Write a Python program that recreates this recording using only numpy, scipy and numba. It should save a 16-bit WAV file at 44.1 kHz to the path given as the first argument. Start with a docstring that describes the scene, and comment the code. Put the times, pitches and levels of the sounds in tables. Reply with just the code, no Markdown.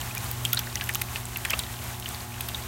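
"""At a pond, carp crowd at the surface and suck at food, close under a small microphone.
Running water is a steady hiss of shaped noise; a mains pump hums with a few sine tones.
Mouths pop air bubbles and gulp, heard as short fading tones whose pitch climbs, and snap the water film.
Small noise puffs add wet slaps, froth and spray; many fainter bubbles and droplets crackle around them."""
import sys
import numpy as np
from scipy import signal
from scipy.fft import rfft, irfft
from scipy.io import wavfile
from scipy.ndimage import uniform_filter1d
from numba import njit

SR = 44100
rng = np.random.default_rng(int(sys.argv[2]) if len(sys.argv) > 2 else 0)


def invert_db(x):
    """Field ratio 10**(x/20) for x, a level in decibels (scalar or array-like)."""
    u = np.asarray(x, float) / 20
    return 10 ** u


def put_to_file(sound):
    """Save the sound as 16-bit audio at rate SR, in the file named by the first command-line argument."""
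    columns = np.atleast_2d(sound).T  # one column per channel
    safe = np.clip(columns, -1, 1)
    whole_steps = np.round(safe * 32767)
    wavfile.write(sys.argv[1], SR, whole_steps.astype(np.int16))


N = 117747  # length in samples

# In the tables of events, level_db is the level before the ring's swell and fade;
# pitch_hz is where the pitch starts; fade_s is the time to fade by 60 dB.

# Outline of water hiss and pump rumble, before the overall level is set: [pitch_hz, level_db_per_hz]
WATER_SHAPE = [(25, -31), (59, -0.5), (105, -3), (145, -18.5), (185, -9.5), (240, -20.5), (400, -17.5),
               (520, -23), (620, -17), (850, -15), (1800, -19.5), (3800, -22.5), (4900, -26), (6400, -23.5),
               (9300, -24), (10500, -26), (12000, -23), (15700, -26.5)]
# Tones of the pump hum, before they waver: [multiple_of_mains, rms_level_db]
PUMP_TONES = [(2, -41), (4, -50.5), (6, -56), (12, -58), (14, -54.5), (18, -59.5)]
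# The loudest snaps of the water film: [start_s, level_db, pitch_hz]
FILM_SNAPS = [(0.0132, -17.5, 7200), (0.1504, -15, 12600), (0.1801, -15.5, 6440), (0.2434, -19.5, 10180),
              (0.3138, -11, 15000), (0.4511, -8.5, 7740), (0.5303, -6.5, 13100), (0.532, -5, 14200),
              (0.5336, -19, 6030), (0.5466, -13, 9600), (0.5916, -9.5, 5600), (0.5937, -13, 12800),
              (0.756, -8, 5900), (0.8402, -15.5, 13600), (0.8616, -23, 13200), (0.8911, -13.5, 10500),
              (0.938, -17, 11500), (0.9479, -9, 6560), (0.9542, -9.5, 13900), (1.015, -14, 9450),
              (1.0188, -10.5, 12200), (1.2543, -18, 8200), (1.3715, -14, 12700), (1.452, -12, 9000),
              (1.5043, -11.5, 5700), (1.5064, -9, 12800), (1.5916, -9.5, 8960), (1.84, -24, 14400),
              (1.999, -19.5, 11500), (2.0894, -16, 8400), (2.4089, -12, 11900), (2.487, -12.5, 14300)]
# The loudest bubbles popped by the mouths: [start_s, level_db, pitch_hz, fade_s]
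MOUTH_BUBBLES = [(0.0138, -21, 3040, 0.0093), (0.4514, -15.5, 3175, 0.025), (0.5323, -21, 3390, 0.028),
                 (0.5719, -18.5, 4200, 0.014), (0.574, -22, 1600, 0.011), (0.5749, -13, 3950, 0.0075),
                 (0.5921, -11.5, 3100, 0.0038), (0.6708, -25, 1470, 0.017), (0.7554, -26, 1980, 0.036),
                 (0.7708, -25.5, 2920, 0.021), (0.8109, -11, 2740, 0.0032), (0.8138, -20, 2230, 0.0049),
                 (0.8903, -21.5, 2980, 0.014), (0.8936, -13.5, 1910, 0.0083), (0.899, -19.5, 1730, 0.0089),
                 (0.9543, -17, 2920, 0.008), (0.9566, -24, 1200, 0.018), (1.017, -10.5, 2460, 0.0035),
                 (1.1589, -11.5, 2670, 0.0058), (1.3598, -17, 2700, 0.014), (1.45, -11, 2390, 0.005),
                 (1.4549, -12.5, 1950, 0.0058), (1.507, -12, 2050, 0.0045), (1.5114, -14, 2600, 0.006),
                 (1.5317, -20, 2204, 0.026), (1.5339, -14, 2650, 0.016), (1.535, -28.5, 640, 0.028),
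                 (1.5351, -22, 1250, 0.034), (1.5376, -15.5, 2680, 0.0072), (1.5927, -16, 3880, 0.011),
                 (1.6364, -20.5, 3680, 0.0052), (2.059, -20, 2960, 0.011), (2.146, -22, 4440, 0.0059),
                 (2.4074, -16, 2880, 0.0041), (2.4897, -17.5, 3400, 0.0054), (2.546, -21.5, 3720, 0.027)]
# Slower gulps that swell before they fade: [start_s, level_db, pitch_hz, fade_s]
MOUTH_GULPS = [(0.108, -23, 2480, 0.028), (0.171, -13, 2350, 0.021), (0.534, -10.5, 1383, 0.024),
               (0.5695, -20, 3730, 0.03), (0.819, -14, 1640, 0.022), (1.497, -20.5, 3130, 0.032),
               (1.5175, -19.5, 2120, 0.023)]

WATER_DB = -37
NOISE_LOW_CUT_HZ, NOISE_HIGH_CUT_HZ = 12, 15850  # abrupt cuts, not part of the water's own outline
WATER_FLICKER_DB, HUM_WAVER_DB, GULP_FLUTTER_DB = 1.57, 2, 3.7  # depths, before the walk is smoothed
MAINS_HZ = 60
RING_SWELL_CYCLES, GULP_SWELL_CYCLES = 0.35, 6.0
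RING_RISE, GULP_RISE = 0.04, 0.074  # share by which the pitch climbs over a ring
SHED_DB, SHED_S, SHED_OCTAVES = -7, 0.0079, 0.54  # smaller rings: level below main ring, delay and pitch spread
CROWD_DB, CROWD_EXTRA_DB = -31.5, 7  # faintest main ring, and how much louder one may be
CROWD_LOW_HZ, CROWD_HIGH_HZ, CROWD_FADE_CYCLES = 1510, 14800, 15.8
SNAP_FADE_S = 0.0028
# Noise puffs: level against the event before filtering, and time to die to about a third
SPRAY_DB, SLAP_DB, SPRAY_S = -10, -14, 0.0012  # slaps share the spray's decay
FROTH_DB, FROTH_S = -14, 0.0038
MIX_TOP_HZ = 16700


def walk(rate_hz):
    """Wandering levels: random steps, each held 1 / rate_hz seconds, then smoothed twice."""
    hold = int(SR / rate_hz)
    steps = np.repeat(rng.standard_normal(N // hold + 1), hold)
    return uniform_filter1d(uniform_filter1d(steps, hold), hold)[:N]


@njit
def rings(start_s, size, pitch_hz, fade_s, rise, swell_cycles):
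    """Add sines that each swell, then fade by 60 dB while the pitch climbs by the share rise."""
    sound = np.zeros(N)
    for k in range(len(start_s)):
        length = fade_s[k] * SR
        first = int(start_s[k] * SR)
        for i in range(min(int(length), N - first)):
            cycles = pitch_hz[k] * i / SR
            swell = 1 - np.exp(-(cycles / swell_cycles) ** 2)
            fade = 1000. ** (-i / length)
            # half the rise, because phase adds up the climbing pitch
            phase = 2 * np.pi * cycles * (1 + rise * i / length / 2)
            sound[first + i] += size[k] * swell * fade * np.sin(phase)
    return sound


def burst(start_s, level_db, pitch_hz, fade_s, shed_s, count):
    """Each main ring sheds count smaller, shorter rings, mostly lower in pitch; late ones tend to be fainter."""
    delay, bend, loss = np.moveaxis(rng.random((len(start_s), count, 3)), 2, 0)
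    late_s = start_s[:, None] + shed_s * delay
    late_hz = np.minimum(pitch_hz[:, None] * 2 ** (SHED_OCTAVES * (bend - 0.6)), SR / 3)
    late_size = invert_db(level_db[:, None] + SHED_DB - 5.6 * delay * loss)
    late_fade_s = np.repeat(fade_s, count) / 2
    main = rings(start_s, invert_db(level_db), pitch_hz, fade_s, RING_RISE, RING_SWELL_CYCLES)
    shed = rings(late_s.ravel(), late_size.ravel(), late_hz.ravel(), late_fade_s,
                 RING_RISE, RING_SWELL_CYCLES)
    return main + shed


def puffs(start_s, level_db, band, decay_s):
    """A dying puff of filtered noise at each event."""
    kicks = np.bincount((start_s * SR).astype(int), invert_db(level_db), N)
    envelope = signal.lfilter([1], [1, -np.exp(-1 / (decay_s * SR))], kicks)
    return signal.sosfilt(band, envelope * rng.standard_normal(N))


def wet_puffs(start_s, level_db, decay_s):
    """Puffs kept to the middle pitches, for a wet sound."""
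    band = signal.butter(2, (1100, 5000), "band", fs=SR, output="sos")
    return puffs(start_s, level_db, band, decay_s)


def columns(table):
    """Turn table rows into one array per column."""
    return np.array(table, float).T.copy()


def water():
    """Running water and pump rumble: noise shaped over pitch, cut off sharply at both ends, with a slight flicker."""
    hz = np.arange(N // 2 + 1) * SR / N + 1  # one added so the logarithm never meets zero
    shape_hz, shape_db = columns(WATER_SHAPE)
    gain = invert_db(np.interp(np.log(hz), np.log(shape_hz), shape_db))
    gain = gain * (hz < NOISE_HIGH_CUT_HZ) * (hz > NOISE_LOW_CUT_HZ)
    noise = irfft(rfft(rng.standard_normal(N)) * gain, N)
    noise = noise * invert_db(WATER_FLICKER_DB * walk(20))
    return noise * invert_db(WATER_DB) / noise.std()


def pump():
    """Pump hum: sines at multiples of the mains frequency, each wavering a little in level."""
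    time_s = np.arange(N) / SR
    hum = np.zeros(N)
    for multiple, level_db in PUMP_TONES:
        cycles = round(multiple) * MAINS_HZ * time_s + rng.random()
        level = np.sqrt(2) * invert_db(level_db + HUM_WAVER_DB * walk(5.16))  # root two turns rms into peak
        hum += level * np.sin(2 * np.pi * cycles)
    return hum


def crowd(count):
    """Faint droplets and bubbles from fish further off: short rings at random, each shedding its own."""
    when, pitch, size = rng.random((count, 3)).T.copy()
    pitch_hz = CROWD_LOW_HZ * (CROWD_HIGH_HZ / CROWD_LOW_HZ) ** pitch ** 0.813
    level_db = CROWD_DB + CROWD_EXTRA_DB * size ** 3  # the cube keeps most of them faint
    return burst(when * N / SR, level_db, pitch_hz, CROWD_FADE_CYCLES / pitch_hz, SHED_S, count=3)


def snaps():
    """Water film snaps: very short high rings, each with a spit of bright noise as spray."""
    start_s, level_db, pitch_hz = columns(FILM_SNAPS)
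    fade_s = np.full(len(start_s), SNAP_FADE_S)
    bright = signal.butter(2, 2500, "high", fs=SR, output="sos")
    spray = puffs(start_s, level_db + SPRAY_DB, bright, SPRAY_S)
    return burst(start_s, level_db, pitch_hz, fade_s, SHED_S / 2, count=2) + spray


def bubbles():
    """Popped air bubbles: ringing tones, each with a quick wet slap and longer ragged froth."""
    start_s, level_db, pitch_hz, fade_s = columns(MOUTH_BUBBLES)
    slap = wet_puffs(start_s, level_db + SLAP_DB, SPRAY_S)
    froth = wet_puffs(start_s, level_db + FROTH_DB, FROTH_S)
    return burst(start_s, level_db, pitch_hz, fade_s, SHED_S, count=6) + slap + froth


def gulps():
    """Gulps: rings that swell over more cycles and flutter in level, with froth."""
    start_s, level_db, pitch_hz, fade_s = columns(MOUTH_GULPS)
    tones = rings(start_s, invert_db(level_db), pitch_hz, fade_s, GULP_RISE, GULP_SWELL_CYCLES)
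    froth = wet_puffs(start_s, level_db + FROTH_DB, FROTH_S)
    return tones * invert_db(GULP_FLUTTER_DB * walk(460)) + froth


def scene():
    """Fish over water and pump, added together as one channel."""
    background = water() + pump()
    fish = crowd(count=250) + snaps() + bubbles() + gulps()
    return (background + fish)[None]


def top_cut(x):
    """Nothing passes above the cut-off."""
    return signal.sosfilt(signal.butter(12, 17000, fs=SR, output="sos"), x)


def record(dry):
    """A steep filter cuts the highest treble."""
    low_pass = signal.ellip(12, 0.2, 80, MIX_TOP_HZ, fs=SR, output="sos")
    mix = signal.sosfilt(low_pass, dry)
    return top_cut(mix)


dry = scene()
out = record(dry)
put_to_file(out)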